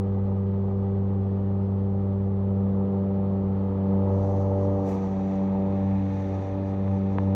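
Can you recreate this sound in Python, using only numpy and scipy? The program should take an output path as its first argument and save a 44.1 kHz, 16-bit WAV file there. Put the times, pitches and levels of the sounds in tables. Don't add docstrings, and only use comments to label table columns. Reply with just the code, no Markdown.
import sys
import numpy as np
from scipy import signal
from scipy.fft import rfft, irfft, next_fast_len
from scipy.io import wavfile
from scipy.ndimage import uniform_filter1d

SR = 44100
rng = np.random.default_rng(int(sys.argv[2]) if len(sys.argv) > 2 else 0)


def put_to_file(sound):
    columns = np.atleast_2d(sound).T
    safe = np.clip(columns, -1, 1)
    whole_steps = np.round(safe * 32767)
    wavfile.write(sys.argv[1], SR, whole_steps.astype(np.int16))


N = 324130


def undb(db):
    return 10 ** (np.asarray(db) / 20)


def unit(x):
    return x / np.sqrt(np.mean(x ** 2))


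def curves(table):
    times, *columns = np.transpose(table)
    return [np.interp(np.arange(N) / SR, times, column) for column in columns]


def colour(x, spectrum):
    hz, db = np.transpose(spectrum)
    size = next_fast_len(N)
    bin_hz = np.maximum(np.arange(size // 2 + 1) * SR / size, 1)
    gain = undb(np.interp(np.log(bin_hz), np.log(hz), db))
    return unit(irfft(rfft(x, size) * gain, size)[:N])


def noise():
    return rng.standard_normal(N)


def walk(rate):
    hold = max(int(SR / rate), 1)
    steps = noise()[np.arange(N) // hold]
    return unit(uniform_filter1d(uniform_filter1d(steps, hold), hold))


def bump(s, half):
    return np.exp(-np.abs((np.arange(N) / SR - s) / half) ** 3)


def swells(table):
    return sum(undb(db) * bump(s, half) for s, half, db in table)


def bursts(table, spectrum):
    return swells(table) * colour(noise() * undb(2.0 * walk(250)), spectrum)


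def chop(phase, depth):
    return unit(np.exp(depth * np.cos(phase)))


def partial(phase, multiple, db, flutter):
    smear_rad = 0.296 * multiple ** 2
    drift_rad = .9 * walk(0.804)
    amplitude = np.sqrt(2) * undb(db) * (1 + flutter * walk(35))
    return -amplitude * np.cos(multiple * phase - smear_rad - drift_rad)


# (time [s], level [dB])
HUM_LEVEL = [(0.06, -26.5), (2.62, -26.5), (2.88, -29.5), (3.87, -28.5), (4.11, -23.5), (4.74, -26),
             (4.88, -32.5), (5.42, -35.5), (5.91, -26.5), (6.25, -31), (6.37, -28), (6.45, -31),
             (6.77, -29.5), (6.94, -25.5), (7.0, -30.5), (7.3, -24)]
# (time [s], level [dB])
OCTAVE_LEVEL = [(0.06, -29.5), (2.36, -29), (2.66, -25.5), (3.67, -27.5), (3.73, -30), (3.93, -23.5),
                (4.13, -28.5), (4.48, -31), (5.55, -25), (5.7, -27), (5.97, -24.5), (6.03, -28.5),
                (6.41, -34.5), (6.45, -47), (6.55, -33.5), (7.06, -25.5), (7.14, -29), (7.3, -25.5)]


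def blade_hum(phase):
    hum_db, = curves(HUM_LEVEL)
    octave_db, = curves(OCTAVE_LEVEL)
    sway_db = 0.17 * walk(8.7)
    fundamental = partial(phase, 1, hum_db + sway_db, flutter=0.048)
    return fundamental + partial(phase, 2, octave_db + sway_db, flutter=0.029)


# (harmonic [n], level [dB], swell share [dB/dB], turn change [dB], flutter [0-1])
BUZZ_PARTIALS = [(3, -46.5, 0.66, 9, .07), (4, -39.5, 0.86, -5, .06), (5, -44.5, 2.02, -2, .08),
                 (6, -49, 2, 5, 0.07), (7, -59, 1.5, 5, .3), (8, -53, 0.58, 4.5, .3), (9, -61, 0.5, 6, .35),
                 (12, -73, 0, 8, .7), (13, -74, 0.5, 7.5, .7)]
# (time [s], half length [s], harmonic [n], depth [dB])
BUZZ_DIPS = [(0.097, 0.2, 6, -5), (.48, .22, 3, -6), (2.47, 0.061, 3, -9), (3.68, 0.22, 6, -2.5),
             (5.02, 0.11, 3, -6.5), (5.17, .08, 5, -8), (5.65, 0.28, 3, -3.5), (6.044, .14, 4, -21),
             (5, 0.11, 6, -10), (7.05, .05, 3, -5)]


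def blade_buzz(phase, swell_db, turned):
    buzz = 0
    for harmonic, db, share, turn_db, flutter in BUZZ_PARTIALS:
        dip_db = sum(depth * bump(s, half) for s, half, which, depth in BUZZ_DIPS if which == harmonic)
        wander_db = 1.22 * walk(9)
        level_db = db + share * swell_db + turn_db * turned + dip_db + wander_db
        buzz = buzz + partial(phase, harmonic, level_db, flutter)
    return buzz


# (multiple of the pass rate [ratio], level [dB])
SHAKE_TONES = [(.638, -50.5), (1.501, -52.5), (2.5, -58), (4.5, -57)]


def shake(phase):
    return sum(partial(phase, multiple, db, flutter=0.33) for multiple, db in SHAKE_TONES)


# (frequency [Hz], gain [dB])
RUMBLE_EQ = [(20, -13.5), (35, -11), (55, 9.5), (85, 1), (160, 11), (240, 3.5), (310, -6), (460, 1),
             (550, -7), (650, -15.5), (1000, -68), (4000, -88)]
RUSH_EQ = [(100, -14.5), (250, 2), (480, 3), (560, 1.5), (660, -5), (800, -2.5), (920, -5.5), (1050, -9.5),
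           (1260, -10.5), (1400, -25), (2000, -38.5), (6000, -81.5)]
ROAR_EQ = [(150, -41), (500, -14.5), (700, -3), (840, 13), (1020, 4), (1200, -11.5), (1500, -34.5),
           (4000, -81)]


def deck_air(phase, swell_db, turned):
    rumble = colour(noise() * chop(phase, depth=0.11), RUMBLE_EQ)
    rumble *= undb(-42.0 + 0.61 * swell_db - 0.97 * turned)
    depth = np.clip(0.31 + 0.036 * swell_db, 0, 1)
    puffs = undb(1.1 * walk(90))
    rush = colour(noise() * chop(phase, depth) * puffs, RUSH_EQ)
    rush *= undb(-43.5 + 1.1 * swell_db - 2 * turned)
    roar = colour(noise() * chop(phase, depth=0.22), ROAR_EQ)
    roar *= undb(-58 + 1.8 * swell_db + 5 * turned)
    return rumble + rush + roar


def reflected(x, delay_s=.0028, gain=0.25):
    delay_samples = SR * delay_s * (1 + 0.056 * walk(.7))
    echo = np.interp(np.arange(N) - delay_samples, np.arange(N), x)
    return (x + gain * echo) / np.hypot(1, gain)


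# (frequency [Hz], gain [dB])
FAN_EQ = [(800, -2.5), (1230, 11), (1450, 2.5), (2030, -0.5), (2170, -6), (2400, -5), (2750, -8.5),
          (2950, -7), (3900, -13), (4550, -14.5), (5250, -28.5), (6100, -29.5), (6800, -34.5), (12000, -45)]


def cooling_fan(swell_db, turned):
    air = colour(noise() * undb(.6 * walk(50)), FAN_EQ)
    return air * undb(-59.0 + 0.31 * swell_db + 1.2 * turned)


# (time [s], level [dB])
RASP_LEVEL = [(0, -81.5), (3.3, -79), (3.8, -72), (4.3, -69.5), (4.8, -76.5), (4.88, -56.5), (5.1, -61),
              (5.35, -59), (5.58, -62), (5.95, -58), (6.2, -56.5), (6.48, -57.5), (6.57, -60.5),
              (7.35, -60.5)]
# (time [s], half length [s], level [dB])
SPURTS = [(4.18, 0.089, -75), (4.34, .14, -73.5), (4.58, 0.36, -75.5), (4.64, .04, -73),
          (4.96, 0.15, -69.5), (5.26, .17, -74.5), (6.17, .05, -75), (6.36, 0.14, -75), (6.69, .028, -76),
          (6.95, .05, -82), (7.13, .025, -77), (7.23, .022, -76)]
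# (frequency [Hz], gain [dB])
RASP_EQ = [(1000, -11.5), (1480, -4), (1700, 3), (2200, -0.5), (2500, -1.5), (2850, -10), (2980, -10.5),
           (3150, -16), (3430, -8), (3900, -10), (4500, -23), (5200, -25), (7000, -39), (12000, -58.5)]
SPRAY_EQ = [(3000, -12), (4600, -1), (5280, -7), (5600, 1.5), (6150, 2.5), (6850, -5.5), (7100, -5.5),
            (7900, -14), (8500, -16), (9300, -31), (10300, -17.5), (12000, -37)]


def grass(phase):
    rasp_db, = curves(RASP_LEVEL)
    spray_offset_db, idle_db = -15.5, -87.5
    spray_gain = np.hypot(undb(idle_db), undb(rasp_db + spray_offset_db) + swells(SPURTS))
    cuts = noise() * undb(1.4 * walk(600)) * chop(phase, depth=0.13)
    spray = noise() * undb(.9 * walk(45)) * chop(phase / 2, depth=.07)
    return colour(cuts, RASP_EQ) * undb(rasp_db + 0.64) + colour(spray, SPRAY_EQ) * spray_gain


# (time [s], pass rate [Hz])
BLADE_RATE = [(0, 97.8), (2.5, 97.8), (3.25, 97.55), (3.55, 97), (4.75, 97.35), (5.05, 96), (5.75, 97.15),
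              (6.3, 96.55), (6.6, 97), (7.35, 97)]
# (time [s], swell [dB])
DECK_SWELL = [(0, 0.5), (2.35, -0.5), (2.65, 1.7), (2.9, 2.4), (3.55, 1.86), (3.85, 3.5), (4.08, 5.5),
              (4.8, 5.5), (5.0, 4.5), (5.15, 2.1), (5.7, 3.5), (6.05, 0.8), (6.6, 2.16), (7.08, 1),
              (7.3, 3)]


def mower():
    pass_hz, = curves(BLADE_RATE)
    swell_db, = curves(DECK_SWELL)
    turn_middle_s, turn_length_s = 3.93, 2.4
    turned = np.clip(.5 + (np.arange(N) / SR - turn_middle_s) / turn_length_s, 0, 1)
    wobble = 1 + .0008 * walk(25)
    phase = 2 * np.pi * np.cumsum(pass_hz * wobble) / SR
    blade = blade_hum(phase) + blade_buzz(phase, swell_db, turned) + shake(phase)
    air = deck_air(phase, swell_db, turned) + reflected(cooling_fan(swell_db, turned))
    return blade + air + reflected(grass(phase))


# (frequency [Hz], gain [dB])
GARDEN_EQ = [(30, 9.5), (1000, 7), (5000, 4.5), (8000, -0.5), (12000, -0.5), (16000, -1.5)]


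def garden_hiss():
    return undb(-82.0) * colour(noise(), GARDEN_EQ)


# (time [s], half length [s], level [dB])
CHIRP_CUES = [(.78, 0.023, -81), (1.25, 0.032, -87), (1.64, 0.028, -80)]
# (frequency [Hz], gain [dB])
CHIRP_EQ = [(4300, -37.5), (5000, 4), (5500, 1), (5900, -6), (6500, -28)]


def chirps():
    return bursts(CHIRP_CUES, CHIRP_EQ)


# (time [s], half length [s], level [dB])
SWISH_CUES = [(4.908, 0.056, -62)]
# (frequency [Hz], gain [dB])
SWISH_EQ = [(1000, -5), (2200, 0), (4000, -5), (6000, 4), (7500, -0.5), (9000, -8), (12000, -9.5),
            (15000, -11)]


def swish():
    return bursts(SWISH_CUES, SWISH_EQ)


# (time [s], strike level [dB])
KNOCK_CUES = [(6.879, -26.5), (7.185, -13.2)]
# (frequency [Hz], gain [dB], time to fall 60 dB [s])
KNOCK_RING = [(944, 0.5, 0.0077), (1651, -10.5, 0.0058), (2270, -12, 0.00099)]


def knocks(contact_s=.00035):
    ring = np.zeros(N)
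    for s, db in KNOCK_CUES:
        age = np.maximum(np.arange(N) / SR - s, 0)
        for hz, mode_db, t60 in KNOCK_RING:
            decay = np.exp(-np.log(1000) * age / t60)
            ring -= undb(db + mode_db) * np.sin(2 * np.pi * hz * age) * decay
    push = np.hanning(int(contact_s * SR))
    return np.convolve(ring, push / push.sum(), "same")


def scene():
    return (mower() + garden_hiss() + chirps() + swish() + knocks())[None]


def record(dry):
    cutoff_hz = 15700
    return signal.sosfilt(signal.ellip(8, .2, 70, cutoff_hz, fs=SR, output="sos"), dry)


dry = scene()
out = record(dry)
put_to_file(out)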